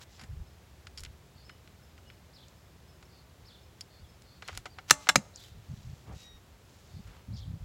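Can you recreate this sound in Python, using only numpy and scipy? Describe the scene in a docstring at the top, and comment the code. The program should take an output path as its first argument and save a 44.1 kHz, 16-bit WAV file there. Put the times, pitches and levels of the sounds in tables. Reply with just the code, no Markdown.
"""At an outdoor bench, a cartridge is fed into a bolt-action rifle close to the microphone.
Brass and steel tick faintly, the bolt slides forward and strikes home, and its handle locks down
with two clacks. Each blow is a tiny rattle that makes the steel ring; heavy ones shake the bench.
Arms rub over the bench, a breeze bumps the microphone, and small birds call from far trees."""
import sys
import numpy as np
from scipy import signal
from scipy.fft import rfft, irfft
from scipy.io import wavfile
from scipy.ndimage import uniform_filter1d

SR = 44100
rng = np.random.default_rng(int(sys.argv[2]) if len(sys.argv) > 2 else 0)


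def master(y):
    """Save y as 16-bit WAV."""
    cut = np.clip(np.atleast_2d(y).T, -1, 1)
    pcm = np.round(cut * 32767)  # scale
    wavfile.write(sys.argv[1], SR, pcm.astype(np.int16))


N = 337177

# The bolt strikes home, turns, rebounds and locks. Each row: start in seconds, level in dB,
# brightness in dB per octave, contact in seconds, fade in seconds (a fade is a drop of 60 dB).
CLACKS = [(4.9073, -8.5, .7, 0.004, .013), (5.0885, -15.5, 0.8, 0.0031, 0.026),
          (5.096, -21.5, -2.5, 0.0031, 0.0077), (5.1564, -15, -1, 0.0041, .019)]
# Where each clack lands: 0 is the breech face, 1 the cam, 2 the handle seat.
CLACK_PLACES = [0, 1, 1, 2]
# The notes of the steel action. Each row: pitch in Hz, width in Hz (widened to a minimum),
# then relative strength in dB for each of the three places.
STEEL_NOTES = [(546, 61, 2, 6, 13.5), (731, 45, -3.5, 9, 8), (933, 43, 5.5, 8.5, 7),
               (1280, 140, 10, 11.5, 9.5), (1490, 45, 3, 11, -22), (1624, 42, 0.5, 15, -3),
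               (1760, 110, 10, -11, 6), (2118, 100, -1, 15, 9), (2330, 190, 3, 5, 10),
               (2710, 110, 4, 7.5, 4), (2950, 95, -3, 12.5, -17), (3600, 80, 2.5, -8.5, -5),
               (3496, 63, 1, 11.5, -21), (3860, 80, -6, 12.5, 2), (3973, 91, 3, 1.5, 4.5),
               (4167, 98, 7, 10, 10), (4950, 63, -3.5, 2.5, 6), (5160, 57, 4, 2, 9),
               (5500, 100, 6, 10.5, -7.5), (6300, 240, 4.5, 5.5, -8), (6100, 240, 8, -7, 5),
               (6500, 120, -4.5, -13, 12.5), (6884, 130, 0.5, -13, 8), (7520, 290, 7.5, 4.5, 6)]
# The tone of steel hitting steel. Each row: frequency in Hz, relative level in dB.
BLOW_TONE = [(30, -55), (130, -22), (320, -9), (700, -5), (1450, 1.5), (2400, -2), (3900, -2), (6300, -2),
             (11300, -3.5), (16000, -5.5)]
# For each place, the gain of the after-ring in dB, added to the level of the clack.
RING_DB = [-34, -33, -43]


def bolt_clacks(min_width_hz=85, notes_db=3):
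    """Hard blows ring the steel in short, broad notes."""
    out = np.zeros(N)
    for (start, db, tilt_db, contact, fade), place in zip(CLACKS, CLACK_PLACES):
        notes = [(hz, max(width, min_width_hz), dbs[place] + notes_db)
                 for hz, width, *dbs in STEEL_NOTES]
        burst = rattle(contact, fade, passes=16, rise_s=.00045)
        clack = strike(burst, db, lambda f: amp(read(BLOW_TONE, f) + tilt_db * np.log2(f + 1)), notes)
        add(out, start, clack)
        add(out, start, amp(db + RING_DB[place]) * after_ring())
    return out


# The lingering notes of the rifle. Each row: pitch in Hz, relative level in dB, fade in seconds.
RING_NOTES = [(277.2, -9, 0.36), (603, -5, 0.41), (860.5, -1.5, 0.42), (1140, -2, .36), (1384, -3.5, 0.15),
              (2080, -9.5, 0.59), (2520, -0.5, .07), (2692, 0.5, 0.12), (4064, -6.5, .13), (4357, -11, .16),
              (5324, -1, 0.065), (5900, 4.5, 0.051), (6307, 3, .06), (6846, -2, .12), (7144, 3.5, .09),
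              (7300, 3, 0.16), (8000, -1, .1), (9600, -3, .07)]


def after_ring():
    """Barrel, springs and bipod sing on faintly after a hard blow."""
    t = np.arange(SR // 2) / SR
    ring = sum(amp(db - 60 * t / fade) * sine(hz, t) for hz, db, fade in RING_NOTES)
    return ring * (1 - np.exp(-t / .002))


# Low thuds. Each row: start in seconds, level in dB, pitch in Hz, fade in seconds.
THUDS = [(4.916, -27, 139.5, 0.051), (5.09, -37.5, 179, 0.15), (5.158, -17.5, 239.7, 0.042),
         (5.16, -25, 138, .08), (5.177, -24, 196, 0.08), (5.159, -33, 484, .035)]


def thuds():
    """Heavy blows shake the stock and the bench."""
    out, t = np.zeros(N), np.arange(SR // 3) / SR
    for start, db, hz, fade in THUDS:
        onset = 1 - np.exp(-t / .0011)
        add(out, start, amp(db - 60 * t / fade) * np.sin(2 * np.pi * hz * t) * onset)
    return out


# The cartridge ticks against the action.
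# Each row: start in seconds, level in dB, centre in Hz, width in octaves.
TICKS = [(.869, -47.5, 1790, 1.2), (.9746, -48.5, 3780, 1.1), (.982, -50, 2800, 2.3),
         (.994, -55, 3500, 3.1), (1.005, -52, 9000, .8), (1.035, -47, 3000, 3.5), (1.049, -47, 2980, 0.98),
         (1.06, -52.5, 2400, 0.68), (1.4942, -48.5, 1190, 1.16), (1.6745, -57.5, 2100, 0.95),
         (1.978, -58, 1000, 1.4), (2.1, -53, 2100, 0.63), (2.483, -62, 5900, .45),
         (3.8087, -45.5, 6000, 1.3), (4.2205, -59.5, 4500, 1.6)]
# Light knocks on bench and stock, and of the bolt along its rails. Rows are as in TICKS.
KNOCKS = [(.012, -55.5, 900, 1.7), (.194, -52, 850, 1.9), (.212, -51, 600, 2.8), (.236, -52.5, 700, 2.6),
          (3.026, -55.5, 900, 1.75), (4.4225, -44.5, 1195, 1.28), (4.478, -47.5, 2965, 4.3),
          (4.484, -40, 1700, 1.1), (4.491, -41.5, 600, 1.2), (4.528, -53, 1017, 0.89),
          (4.55, -51, 1498, 2.5), (4.5743, -38.5, 4443, 5.2), (4.656, -40, 700, 1.7),
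          (4.662, -48, 850, 0.82), (4.781, -53, 604.5, 0.8), (4.7854, -42.5, 1196, 1.1),
          (4.898, -36, 2192, 1.4), (5.07, -38, 800, 1.4), (5.3588, -47.5, 6200, 0.3),
          (7.072, -60, 608, 3.1)]
# The notes of the loose cartridge in the open action.
# Each row: pitch in Hz, width in Hz, relative strength in dB.
LOOSE_NOTES = [(760, 39, 4.5), (1275, 99, 2.5), (1444, 88, 6.5), (2040, 59, 6.5), (2310, 90, 2),
               (2950, 750, 1), (3620, 130, -5), (4200, 120, 5.5), (4994, 360, 2), (5540, 110, 4.5),
               (7000, 220, 7), (7900, 230, 2.5), (10500, 500, 6)]


def touches(rows, lowest_hz, notes_db=2):
    """Light touches rattle loose parts, which give off little below their lowest note."""
    out = np.zeros(N)
    notes = [(hz, width, db + notes_db) for hz, width, db in LOOSE_NOTES]
    for start, db, centre_hz, octaves in rows:
        def tone(f):
            return hump(f, centre_hz, octaves) / np.sqrt(1 + (lowest_hz / (f + 1)) ** 8)
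        fade = .035 * (1500 / centre_hz) ** .57  # brighter touches die sooner
        burst = rattle(contact_s=.0008, fade_s=fade, passes=2, rise_s=.00028)
        add(out, start, strike(burst, db, tone, notes))
    return out


def rattle(contact_s, fade_s, passes, rise_s, size=8192):
    """Metal faces chatter for a moment: a burst with all frequencies about equally strong."""
    t = np.arange(size) / SR
    decay = amp(-60 * np.maximum(t - contact_s, 0) / fade_s)
    shape = decay * (1 - np.exp(-t / rise_s)) + 1e-9
    burst = rng.standard_normal(size) * shape
    for _ in range(passes):
        burst *= shape / running_level(burst, 64)
        burst = irfft(np.exp(1j * np.angle(rfft(burst))))  # give every frequency the same strength
    return burst * shape / running_level(burst, 128)


def strike(burst, db, tone, notes):
    """A burst, coloured by how hard the contact is, wakes the notes of the metal."""
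    f = np.fft.rfftfreq(len(burst), 1 / SR)
    peaks = sum(amp(note_db) ** 2 / (1 + (2 * (f - hz) / width) ** 2) for hz, width, note_db in notes)
    soft_top = amp(read([(7800, 5), (8300, 2.5), (16000, -8)], f))
    sound = irfft(rfft(burst) * prompt_filter(np.sqrt(1 + peaks) * soft_top * tone(f)))
    return amp(db) * sound * np.sqrt(.01 * SR / np.sum(sound ** 2))  # level as if it all took 10 ms


# Touches on the brass case. Each row: start in seconds, level in dB, fade in seconds.
CLINKS = [(0.196, -57.5, 0.11), (.976, -45, .07), (.982, -53, 0.058), (3.811, -35.5, 0.019)]
# The notes of the case. Each row: pitch in Hz, relative level in dB.
BRASS_NOTES = [(3230, -9), (4690, 2), (4970, -2.5), (5230, 0), (5460, 0), (10600, -15.5)]


def brass_clinks():
    """The thin case rings with a cluster of high notes, more briefly when held tight."""
    out, t = np.zeros(N), np.arange(SR // 3) / SR
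    for start, db, fade in CLINKS:
        ring = sum(amp(note_db) * sine(hz, t) for hz, note_db in BRASS_NOTES)
        add(out, start, amp(db - 60 * t / fade) * ring * (1 - np.exp(-t / .0005)))
    return out


# Scrapes and rustles of steel, skin and cloth.
# Each row: middle in seconds, length in seconds, level in dB, centre in Hz, width in octaves.
RUBS = [(.02, 0.045, -53, 3430, 1.6), (0.147, 0.14, -62, 4240, 0.75), (.217, 0.08, -56.5, 1490, 0.62),
        (1.006, 0.047, -59, 5500, 1.3), (4.521, 0.2, -54.5, 2120, 1.25), (4.894, 0.037, -49, 2180, 1.8),
        (5.036, 0.14, -58, 2200, 1.7), (5.431, 0.18, -58, 4460, 1.6), (5.849, 0.65, -67, 4000, 1),
        (6.109, .12, -54.5, 378, 1.38), (6.201, 0.18, -58, 4420, 1), (6.852, 0.55, -68, 5050, 1),
        (7.122, 0.24, -61.5, 692, 1.72), (7.382, 0.054, -54.5, 4620, 0.35)]
# How the microphone colours rubs and air. Each row: frequency in Hz, relative level in dB.
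MICROPHONE_TONE = [(20, 1), (7700, 2), (8300, -2.5), (16000, -1.5)]


def rubs(grain_db=3):
    """Surfaces stick and slip, breaking a swell of hiss into grains."""
    out = np.zeros(N)
    for middle, length, db, hz, octaves in RUBS:
        size = int(length * SR)
        hiss = noise(size, lambda f: hump(f, hz, octaves) * amp(2 * read(MICROPHONE_TONE, f)))
        grains = amp(grain_db * wobble(size, below_hz=200))
        add(out, middle - length / 2, amp(db) * unit_level(hiss * grains) * np.sqrt(np.hanning(size)))
    return out


# The tone of the bounce off bench and body. Each row: frequency in Hz, relative level in dB.
BOUNCE_TONE = [(150, 4), (350, 11), (700, -1), (1500, -9.5), (3000, -4.5), (7000, -1), (9000, 1.5),
               (16000, -5)]
# How long the surroundings echo. Each row: frequency in Hz, fade in seconds.
OUTDOOR_FADES = [(150, .16), (600, 0.78), (2000, 0.23), (6500, .7), (10000, .5), (15000, .25)]


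def echoes(sound, near_db=-18, near_fade_s=.091, far_db=-33):
    """Sound bounces quickly off bench and body, then a thin tail returns from farther away."""
    t = np.arange(SR) / SR
    near = noise(SR, lambda f: amp(read(BOUNCE_TONE, f))) * amp(-60 * t / near_fade_s) * (t > .005)
    far_tone = [(200, 15), (900, 4), (3000, -2), (7500, -2.5), (8500, 1), (11000, -.5), (15000, -12)]
    hz, times, bands = signal.stft(noise(SR, lambda f: amp(read(far_tone, f))), SR, nperseg=256)
    bands *= amp(-60 * times / read(OUTDOOR_FADES, hz)[:, None])
    far = signal.istft(bands, SR, nperseg=256)[1][:SR] * (t > .012)
    bounces = amp(near_db) * near / np.linalg.norm(near) + amp(far_db) * far / np.linalg.norm(far)
    return signal.fftconvolve(sound, bounces)[:N]


# Puffs of wind. Each row: start in seconds, length in seconds, level in dB, centre in Hz.
GUSTS = [(0.211, 0.048, -51, 132), (0.278, 0.079, -41, 68), (0.356, 0.081, -41, 62.4),
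         (.995, 0.065, -47.5, 57.5), (1.058, 0.059, -50, 73.5), (3.991, 0.087, -52.5, 59.6),
         (4.5, 0.112, -48.5, 65.6), (5.493, 0.13, -49.5, 72.3), (5.682, 0.072, -39.5, 92.7),
         (5.768, 0.045, -48.5, 85), (5.826, 0.14, -43.5, 78.5), (6.061, 0.13, -45.5, 90),
         (6.321, 0.056, -53.5, 50.3), (6.928, 0.094, -44.5, 97.5), (7.036, 0.1, -48.5, 70),
         (7.27, .11, -38.5, 102.2), (7.366, 0.1, -44, 65), (7.446, 0.14, -39, 98),
         (7.595, 0.088, -40.5, 70.4)]


def breeze():
    """Swirls of air push on the microphone in short, low gusts."""
    out = np.zeros(N)
    for start, length, db, hz in GUSTS:
        size = int(length * SR)
        swirls = noise(SR // 2, lambda f: hump(f, hz, octaves=.66))
        swirls /= running_level(swirls, 1500, mode="wrap")
        add(out, start, amp(db) * swirls[:size] * signal.windows.tukey(size, .46))
    return out


# One zigzagging twitter. 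Each row: seconds from its start, pitch in Hz, relative level in dB.
TWITTER_SHAPE = [(0, 3360, -18), (.012, 4700, -10.5), (.02, 5420, -11.5), (.031, 5000, -10.5),
                 (.044, 4250, -4), (0.055, 3434, -16), (.064, 3446, -6.5), (.071, 2970, -23),
                 (.081, 3550, -7), (.096, 4450, -16), (.105, 3566, -7.5), (0.115, 3170, -12),
                 (0.123, 2860, -23)]
# Its repeats. Each row: start in seconds, level in dB.
TWITTERS = [(2.325, -50), (3.445, -49.5), (5.336, -47), (7.323, -48)]


def bird_twitters(rasp=.032):
    """A bird repeats one whistled figure, its pitch shaking."""
    out = np.zeros(N)
    times, hz, db = np.transpose(TWITTER_SHAPE)
    t = np.arange(0, times[-1], 1 / SR)
    for start, level_db in TWITTERS:
        pitch = np.interp(t, times, hz) * (1 + rasp * wobble(len(t), below_hz=300))
        loudness = amp(level_db + np.interp(t, times, db))
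        add(out, start, loudness * np.sin(2 * np.pi * np.cumsum(pitch) / SR))
    return through_trees(out, haze_db=-2.5, fade_s=.53)


# One bird peeps on a single note. Each row: start in seconds, level in dB.
PEEPS = [(.46, -68), (1.44, -60), (1.82, -69), (2.065, -67), (2.565, -69), (2.875, -66.5), (3.61, -67),
         (4.075, -69)]
# Another buzzes on two notes at once.
# Each row: start in seconds, length in seconds, level of the upper note in dB.
BUZZES = [(1.338, 0.13, -68.5), (3.073, .17, -69), (3.872, 0.17, -69.5), (4.212, 0.21, -69),
          (6.861, 0.18, -71)]
# A third slides up or down.
# Each row: start in seconds, length in seconds, level in dB, first and last pitch in Hz.
SLIDES = [(1.498, 0.052, -64, 3030, 2930), (2.039, 0.093, -67.5, 2876, 3000), (3.03, .035, -71, 5100, 5460),
          (4.005, 0.086, -70, 4000, 2870), (4.437, .035, -63, 4140, 4290), (4.68, 0.071, -69, 4570, 4830),
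          (4.73, 0.037, -68.5, 4600, 3730)]


def bird_calls():
    """Three far birds peep, buzz and slide between notes."""
    out = np.zeros(N)
    for start, db in PEEPS:
        add(out, start, whistle(.045, db, 5220, 5220, blur_hz=140))
    for start, length, db in BUZZES:
        add(out, start, whistle(length, db, 4610, 4610, blur_hz=785))
        add(out, start, whistle(length, db - 5, 3600, 3600, blur_hz=303))
    for start, length, db, first_hz, last_hz in SLIDES:
        add(out, start, whistle(length, db, first_hz, last_hz, blur_hz=110))
    return through_trees(out, haze_db=-3.5, fade_s=.32)


def whistle(length_s, db, first_hz, last_hz, blur_hz):
    """A held or gliding note, blurred into a narrow band of noise."""
    size = int(length_s * SR)
    blur = signal.hilbert(noise(SR // 2, lambda f: np.exp(-(f / blur_hz) ** 2)))[:size]
    pitch = np.linspace(first_hz, last_hz, size) - blur_hz / 2  # centres the band on the note
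    note = (blur * np.exp(2j * np.pi * np.cumsum(pitch) / SR)).real
    return amp(db) * unit_level(note) * signal.windows.tukey(size, .7)


# The course of one squeal. Each row: time in seconds, pitch in Hz, level in dB.
SQUEAL_SHAPE = [(6.16, 1930, -72), (6.22, 1900, -60), (6.27, 1900, -55.5), (6.33, 1890, -61),
                (6.37, 1870, -63), (6.42, 1890, -97)]
# The tones in it. Each row: multiple of the pitch, relative level in dB.
SQUEAL_TONES = [(1, -0.5), (2, 13), (3, 2)]


def bird_squeal(waver=.0047):
    """A bird gives one thin, slightly falling cry with overtones."""
    out = np.zeros(N)
    times, hz, db = np.transpose(SQUEAL_SHAPE)
    t = np.arange(times[0], times[-1], 1 / SR)
    pitch = np.interp(t, times, hz) * (1 + waver * wobble(len(t), below_hz=120))
    cycles = np.cumsum(pitch) / SR
    cry = sum(amp(tone_db) * np.sin(2 * np.pi * k * cycles) for k, tone_db in SQUEAL_TONES)
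    add(out, times[0], amp(np.interp(t, times, db)) * unit_level(cry))
    return out


def through_trees(sound, haze_db, fade_s):
    """Leaves and trunks scatter a far sound, adding a haze to it."""
    t = np.arange(SR // 2) / SR
    leaves = rng.standard_normal(len(t)) * amp(-60 * t / fade_s)
    return sound + amp(haze_db) * signal.fftconvolve(sound, leaves / np.linalg.norm(leaves))[:N]


# The tone of the open air. Each row: frequency in Hz, relative level in dB.
AIR_TONE = [(15, -60), (25, -33), (50, -5.5), (74, 1.5), (175, -10), (293, -18), (394, -15), (427, -18),
            (503, -18), (1130, -23.5), (2690, -28), (3620, -29), (5280, -31.5), (5730, -32.5),
            (16000, -35.5)]


def air(db=-56):
    """A steady outdoor hush lies over a distant low drone."""
    return amp(db) * noise(N, lambda f: amp(read(AIR_TONE, f) + read(MICROPHONE_TONE, f)))


def amp(db):
    """Turns decibels into a gain."""
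    return 10 ** (np.asarray(db) / 20)


def unit_level(x):
    """Scales a sound to an average (rms) level of one."""
    return x / np.sqrt(np.mean(x ** 2) + 1e-20)


def running_level(x, size, mode="reflect"):
    """The average (rms) level of the samples around each moment."""
    return np.sqrt(abs(uniform_filter1d(x ** 2, size=size, mode=mode)) + 1e-14)


def read(points, hz):
    """Reads between the rows of a table, with octaves evenly spaced."""
    f, value = np.transpose(points)
    return np.interp(np.log(hz + 1), np.log(f + 1), value)


def hump(hz, centre_hz, octaves):
    """A bell-shaped gain around one frequency."""
    return np.exp(-.5 * (np.log2((hz + 1) / centre_hz) / octaves) ** 2)


def add(mix, start, sound):
    """Lays a sound into the mix at a start time in seconds."""
    part = mix[max(round(start * SR), 0):][:len(sound)]
    part += sound[:len(part)]


def sine(hz, t):
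    """A pure note that starts anywhere in its cycle."""
    return np.sin(2 * np.pi * (hz * t + rng.random()))


def noise(size, tone):
    """Noise of level one, shaped by the gain tone(Hz)."""
    spectrum = rfft(rng.standard_normal(size)) * tone(np.fft.rfftfreq(size, 1 / SR))
    return unit_level(irfft(spectrum, size))


def wobble(size, below_hz):
    """A random tremble, mostly slower than the given rate."""
    return noise(size, lambda f: 1 / (1 + (f / below_hz) ** 2))


def prompt_filter(gain):
    """The spectrum of the filter with this gain that answers soonest, never before the hit."""
    log_gain = np.log(np.maximum(gain / gain.max(), 1e-5))
    mirrored = np.concatenate([log_gain, log_gain[-2:0:-1]])
    return np.exp(np.conj(signal.hilbert(mirrored)))[:len(gain)]


def scene():
    """The rifle close by, with the outdoors behind it."""
    handling = touches(TICKS, lowest_hz=1070) + touches(KNOCKS, lowest_hz=340)
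    close = handling + bolt_clacks() + thuds() + brass_clinks() + rubs()
    outdoors = echoes(close) + breeze() + bird_calls() + bird_twitters() + bird_squeal() + air()
    return (close + outdoors)[None]


def record(dry, low_cut_hz=21, ceiling=.73, high_cut_hz=16200):
    """The microphone sheds the deepest rumble, rounds off loud peaks and drops the highest treble."""
    lean = signal.sosfilt(signal.butter(2, low_cut_hz, "highpass", fs=SR, output="sos"), dry)
    rounded = lean / (1 + (lean / ceiling) ** 6) ** (1 / 6)
    treble_cut = signal.firwin(511, high_cut_hz, window=("kaiser", 9), fs=SR)
    return signal.oaconvolve(rounded, treble_cut[None], "same")


dry = scene()
out = record(dry)
master(out)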